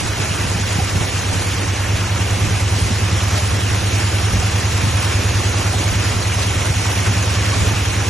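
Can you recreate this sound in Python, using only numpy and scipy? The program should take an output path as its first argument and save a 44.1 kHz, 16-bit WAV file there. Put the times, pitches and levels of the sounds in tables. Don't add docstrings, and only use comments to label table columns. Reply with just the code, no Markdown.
import sys
import numpy as np
from scipy import signal
from scipy.fft import rfft, irfft, next_fast_len
from scipy.io import wavfile
from scipy.ndimage import uniform_filter1d

SR = 44100
rng = np.random.default_rng(int(sys.argv[2]) if len(sys.argv) > 2 else 0)


def inscribe(sig):
    pcm = np.round(np.clip(np.atleast_2d(sig).T, -1, 1) * 32767)
    wavfile.write(sys.argv[1], SR, pcm.astype(np.int16))


def amplitude_ratio(level_db):
    exponent = np.asarray(level_db, float) / 20
    return 10 ** exponent


N = 356769
TIME = np.arange(N) / SR

# start_s, cycles_per_s, exhaust_level_db
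ENGINE_PACE = [(0, 9.577, -26.9), (.3, 9.684, -22.6), (.75, 9.391, -20.1), (.95, 9.237, -22.7),
               (1.7, 9.279, -20.1), (2.4, 9.879, -17.2), (3.7, 9.875, -18.1), (4.6, 9.883, -17.9),
               (5.3, 9.864, -17.6), (6.2, 9.932, -18.8), (6.8, 9.91, -18.8), (7.5, 9.99, -17.4),
               (8.1, 9.926, -19.7)]
# place_in_cycle (0-1), strength_db
CYLINDERS = [(-0.09, -2.3), (0.013, -17.8), (0.181, -6.3), (0.288, -5.4), (0.419, -8.1), (0.541, -5.4),
             (0.691, -16.1), (0.798, -1.3)]
# pitch_hz, width_hz, signed_share
EXHAUST_RESONANCES = [(58.7, 14.7, -0.791), (99.7, 30.0, 1.0), (165.2, 52.1, 0.116)]
# start_s, pitch_hz, level_db
GEAR_WHINE = [
    (1.4, 342, -60),
    (1.75, 341, -41),
    (2.6, 336.5, -41),
    (4.1, 333, -42),
    (4.4, 332.5, -48),
    (8.09, 331, -50),
]
# start_s, rush_level_db, extra_spray_db
BOW_WAVE = [(0, -28, 0.5), (.4, -27, 1), (1.5, -27.5, 1), (1.85, -27, -1.5), (3.0, -27, 0.5),
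            (4.85, -26.5, 0.5), (5.05, -25.5, 0), (6.3, -27, 1.5), (7.0, -25.5, 0), (8.09, -26.5, 0.5)]
# peak_s, level_db over the rush
BODY_SLAPS = [
    (0.0, 3.5),
    (.79, -0.5),
    (3.38, 3.5),
    (4.26, 1),
    (5.0, -1),
    (6.56, 0),
    (7.41, 0),
    (7.68, 2),
]
# pitch_hz, level_db per Hz
SHARED_WATER = [(120, -22), (200, 3.5), (300, 3.5), (600, -1), (2700, -2), (3700, -7), (4400, -8),
                (4900, -10), (5300, -5.5), (6200, -5.5), (7500, -9), (8200, -13.5), (9000, -19.5),
                (12500, -18)]
# pitch_hz, level_db per Hz
OPPOSED_WATER = [(120, -32), (250, -4), (800, -6), (1300, -10), (1750, -15), (2300, -6), (3500, -9),
                 (4050, -7), (4800, -6), (5800, -11.5), (6900, -10), (8500, -3), (11400, -6),
                 (12100, -25.5)]
# pitch_hz, in_step (-1 to 1), quarter_turn_ahead (-1 to 1)
PORT_TIE = [(200, -0.61, -.15), (600, -0.86, -.26), (900, -0.72, .02), (1900, -0.49, 0.39),
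            (2800, -0.064, 0.7), (4100, -0.095, .22), (5300, 0.0062, -0.18), (7160, .02, 0.018),
            (8600, 0.053, 0.19)]
# start_s, level_db (rms), pitch_hz, length_s
BUBBLES = [
    (0.789, -25, 792, 0.027),
    (2.54, -33, 724, 0.028),
    (3.225, -32, 987, .025),
    (3.374, -29, 652, 0.026),
    (4.415, -28.5, 733, 0.03),
    (5.735, -24.5, 726, 0.016),
    (7.527, -24, 1096, 0.015),
    (8.016, -30, 800, 0.02),
]
# peak_s, level_db, top_pitch_hz, length_s
PUFFS = [(0.031, -29, 221, 0.026), (0.206, -21.5, 200, 0.036), (0.318, -24, 217, 0.035),
         (.45, -21.5, 297, 0.03), (0.559, -21, 260, 0.0272), (0.761, -16.5, 250, .016),
         (0.789, -13, 249, 0.014), (.827, -17, 130, .03), (0.884, -25, 283, 0.018), (0.957, -22, 252, .03),
         (1.014, -14, 206, 0.02), (1.33, -23, 178, 0.031), (1.943, -11.5, 148, 0.027),
         (2.438, -24, 200, 0.029), (2.912, -19.5, 338, .025), (3.02, -25.5, 318, 0.023),
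         (3.14, -21.5, 214, 0.045), (4.833, -21, 244, .03), (6.555, -23.5, 207, 0.036),
         (6.704, -11, 170, 0.015), (7.004, -26, 150, 0.033), (7.105, -16, 130, 0.035),
         (7.629, -17, 288, 0.021), (7.677, -20, 130, .03), (7.736, -16, 180, .03),
         (7.898, -15.5, 158, 0.015)]
# peak_s, peak_level_db
GUSTS = [(.04, -27), (.34, -35), (.47, -33), (.97, -27), (1.35, -26), (2.46, -23), (2.84, -27.5),
         (3.51, -30), (3.72, -30), (4.35, -25.5), (4.87, -26), (5.38, -27.5), (5.931, -32), (6.15, -33),
         (6.56, -35), (7.07, -26), (7.61, -22.5)]
# pitch_hz, level_db per Hz
WIND_COLOUR = [(15, -26.5), (28, -9), (45, -9), (62, 2), (95, -2), (140, -5), (220, -10.5), (400, -23.5),
               (800, -36)]
# centre_s, low_hz, high_hz
TREBLE_GLINTS = [
    (.37, 8000, 9200),
    (1.83, 10900, 11800),
    (2.83, 8000, 10500),
    (4.165, 10900, 11700),
    (5.235, 10900, 11700),
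    (5.49, 10800, 11800),
]


def evened(x):
    return x / np.sqrt(np.mean(np.abs(x) ** 2) + 1e-20)


def read(points, hz):
    f, value = np.transpose(points)
    return np.interp(np.log(hz + 1), np.log(f + 1), value)


def coloured(x, points):
    size = next_fast_len(x.shape[-1])
    gain = amplitude_ratio(read(points, np.fft.rfftfreq(size, 1 / SR)))
    return irfft(rfft(x, size) * gain, size)[..., :x.shape[-1]]


def add(mix, start_s, sound):
    part = mix[..., round(start_s * SR):][..., :sound.shape[-1]]
    part += sound[..., :part.shape[-1]]


def swells(at, start_s, rise_s, fall_s):
    lag = at - np.asarray(start_s)[:, None]
    return np.exp(np.where(lag < 0, lag / rise_s, -lag / fall_s))


def highpassed(x, hz):
    return signal.sosfilt(signal.butter(2, hz, "high", fs=SR, output="sos"), x)


def on_ports(common, apart, split_hz=130, apart_db=-3.5):
    apart = highpassed(apart, split_hz) * amplitude_ratio(apart_db)
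    return np.array([common + apart, common - apart]) * amplitude_ratio([[-.8], [.8]])


def exhaust(uneven_db=0.55, overtone_db=1.5, start_cycle=.032):
    s, per_s, level_db = np.transpose(ENGINE_PACE)
    cycles = start_cycle + np.cumsum(np.interp(TIME, s, per_s)) / SR
    place, strength_db = np.transpose(CYLINDERS)
    fired = np.arange(-1, 81)[:, None] + place
    at = np.interp(fired, cycles, TIME, left=-1, right=9) * SR
    size = amplitude_ratio(strength_db + uneven_db * rng.standard_normal(fired.shape))
    inside = (at >= 0) & (at < N - 1)
    pulses = np.bincount(at[inside].astype(int), size[inside], next_fast_len(N + SR))
    hz = np.fft.rfftfreq(len(pulses), 1 / SR)
    pipe = 0
    for f, width, share in EXHAUST_RESONANCES:
        band = 1j * hz * width / (f * f - hz * hz + 1j * hz * width)
        pipe = pipe + share * band ** 2
    pipe = pipe * amplitude_ratio(overtone_db * (hz > 160))
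    throb = evened(irfft(rfft(pulses) * pipe, len(pulses))[:N])
    return throb * amplitude_ratio(np.interp(TIME, s, level_db))


def gear_whine():
    s, pitch_hz, level_db = np.transpose(GEAR_WHINE)
    turns = np.cumsum(np.interp(TIME, s, pitch_hz)) / SR
    return amplitude_ratio(np.interp(TIME, s, level_db)) * np.sin(2 * np.pi * turns)


def engine():
    return (exhaust() + gear_whine()) * amplitude_ratio([[-.6], [.6]])


def drops(per_s=2500, spread_db=3.0):
    out = np.zeros(N)
    for hz in np.geomspace(300, 11000, num=24):
        t = np.arange(int(5 * SR / hz)) / SR
        tone = np.sin(2 * np.pi * hz * t * (1 + .04 * hz * t))
        grain = tone * np.hanning(len(t)) * np.sqrt(hz) / np.sqrt(len(t))
        landed = rng.random(N) < per_s / 24 / SR
        train = landed * amplitude_ratio(spread_db * np.minimum(rng.exponential(1, N), 5))
        out += signal.oaconvolve(train, grain)[:N]
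    return evened(out)


def water(drop_share=0.29, patchy_db=1.0, flicker_db=0.67, side_trim_db=-2.2):
    spray = drops()
    raw = rng.standard_normal((2, N)) + drop_share * np.array([spray, np.roll(spray, N // 2)])
    hz, t, (a, b) = signal.stft(raw, SR, nperseg=512, noverlap=384)
    high = np.clip((hz[:, None] - 2800) / 1200, 0, 1)

    s, rush_db, spray_db = np.transpose(BOW_WAVE)
    wave_db = np.interp(t, s, rush_db) + high * np.interp(t, s, spray_db)
    slap_s, slap_db = np.transpose(BODY_SLAPS)
    slaps_db = slap_db @ swells(t, slap_s, rise_s=0.023, fall_s=0.018)
    slaps_db = slaps_db * (0.5 + 0.5 * high)
    patches = uniform_filter1d(rng.standard_normal(a.shape), size=8, axis=0)
    patches = evened(uniform_filter1d(patches, size=14, axis=1))
    flicker = evened(uniform_filter1d(rng.standard_normal(len(t)), size=8))
    field = amplitude_ratio(wave_db + slaps_db + patchy_db * patches + flicker_db * flicker)

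    at_hz, in_step, ahead = np.transpose(PORT_TIE)
    tie = np.interp(hz, at_hz, in_step + 1j * ahead)[:, None]
    mid = amplitude_ratio(read(SHARED_WATER, hz))[:, None] * a
    loose = np.sqrt(np.maximum(1 - abs(tie) ** 2, 0)) * b
    side = amplitude_ratio(read(OPPOSED_WATER, hz))[:, None] * (tie * a + loose)
    side = side * amplitude_ratio(high * (hz[:, None] < 5200) * side_trim_db)

    body = mid[(hz > 500) & (hz < 3000)]
    scale = 1 / np.sqrt(np.mean(np.sum(abs(body) ** 2, axis=0)) * 4 / 3)
    ports = np.array([mid + side, mid - side]) * field * scale
    return signal.istft(ports, SR, nperseg=512, noverlap=384)[1][:, :N]


def bubbles():
    out = np.zeros(N)
    for s, db, hz, length in BUBBLES:
        u = np.arange(0, length, 1 / SR) / length
        turns = 2 * np.pi * hz * length * (1.05 * u - 0.051 * u ** 2)
        ring = np.sin(turns) + .5 * np.sin(0.92 * turns)
        add(out, s, amplitude_ratio(db) * 4 * np.sqrt(u) * (1 - u) * ring)
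    return out * amplitude_ratio([[-2.0], [2.0]])


def thumps(rough=0.3, floor_hz=55, pan_db=-0.5):
    out = np.zeros((2, N))
    pan = amplitude_ratio([[pan_db / 2], [-pan_db / 2]])
    for s, db, hz, length in PUFFS:
        u = np.arange(0, length, 1 / SR) / length
        push = -np.sin(2 * np.pi * hz * length * (0.91 * u - 0.35 * u ** 2))
        lowpass = signal.butter(2, 1.1 * hz, fs=SR, output="sos")
        air = signal.sosfilt(lowpass, rng.standard_normal((2, len(u))))
        common, apart = rough * evened(air)
        puff = on_ports(push + common, apart) * np.sqrt(u) * (1 - u) * 2.7
        add(out, s - length / 3, amplitude_ratio(db) * puff * pan)
    return highpassed(out, floor_hz)


def wind(breeze_db=-31.5, lumpy_db=0.2, over_db=2.5):
    common, apart, lumps = rng.standard_normal((3, N))
    air = evened(coloured(on_ports(common, apart), WIND_COLOUR))
    lumps = evened(uniform_filter1d(uniform_filter1d(lumps, size=900), size=900))
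    s, db = np.transpose(GUSTS)
    push = amplitude_ratio(breeze_db) + amplitude_ratio(db) @ swells(TIME, s, rise_s=0.028, fall_s=0.039)
    return air * push * amplitude_ratio(over_db + lumpy_db * lumps)


def scene():
    return engine() + water() + bubbles() + thumps() + wind()


def thinned(x, under_db=-10.0, tighter_db=1.5, wander_db=2.5, from_hz=1000,
            shared_top_hz=9100, glint_db=8.0, apart_db=2.0):
    lead = np.zeros((2, 509))
    pair = np.hstack([lead, [x[0] + x[1], x[0] - x[1]]]) / 2
    hz, t, z = signal.stft(pair, SR, window="cosine", nperseg=2048, noverlap=1024)
    near = uniform_filter1d(abs(z) ** 2, size=4, axis=1)
    near[1] = uniform_filter1d(near[1], size=20, axis=0)
    both = uniform_filter1d(near.sum(0), size=40, axis=0)

    wander = np.repeat(rng.standard_normal((len(hz) // 16 + 1, len(t))), 16, axis=0)[:len(hz)]
    octaves = np.log2(np.maximum(hz, from_hz) / from_hz)[:, None]
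    limit_db = under_db + tighter_db * octaves + wander_db * wander * (1 + (octaves > 3))
    extra_db = np.array([0, apart_db])[:, None, None] * (octaves > 2)
    limit = both * amplitude_ratio(2 * limit_db) * amplitude_ratio(2 * extra_db)
    keep = ((near > limit) | (hz[:, None] < from_hz)) * 1.0
    keep[0, hz > shared_top_hz] = 0
    for s, low_hz, high_hz in TREBLE_GLINTS:
        frame = np.argmin(abs(t - lead.shape[1] / SR - s))
        keep[0, (hz > low_hz) & (hz < high_hz), frame] = amplitude_ratio(glint_db * (low_hz < shared_top_hz))
    back = signal.istft(z * keep, SR, window="cosine", nperseg=2048, noverlap=1024)[1]
    mid, side = back[:, lead.shape[1]:][:, :N]
    return np.array([mid + side, mid - side])


def band_limit(x):
    return signal.sosfilt(signal.butter(12, 11950, fs=SR, output="sos"), x)


def record(dry):
    mix = thinned(np.tanh(dry))
    return band_limit(mix)


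dry = scene()
out = record(dry)
inscribe(out)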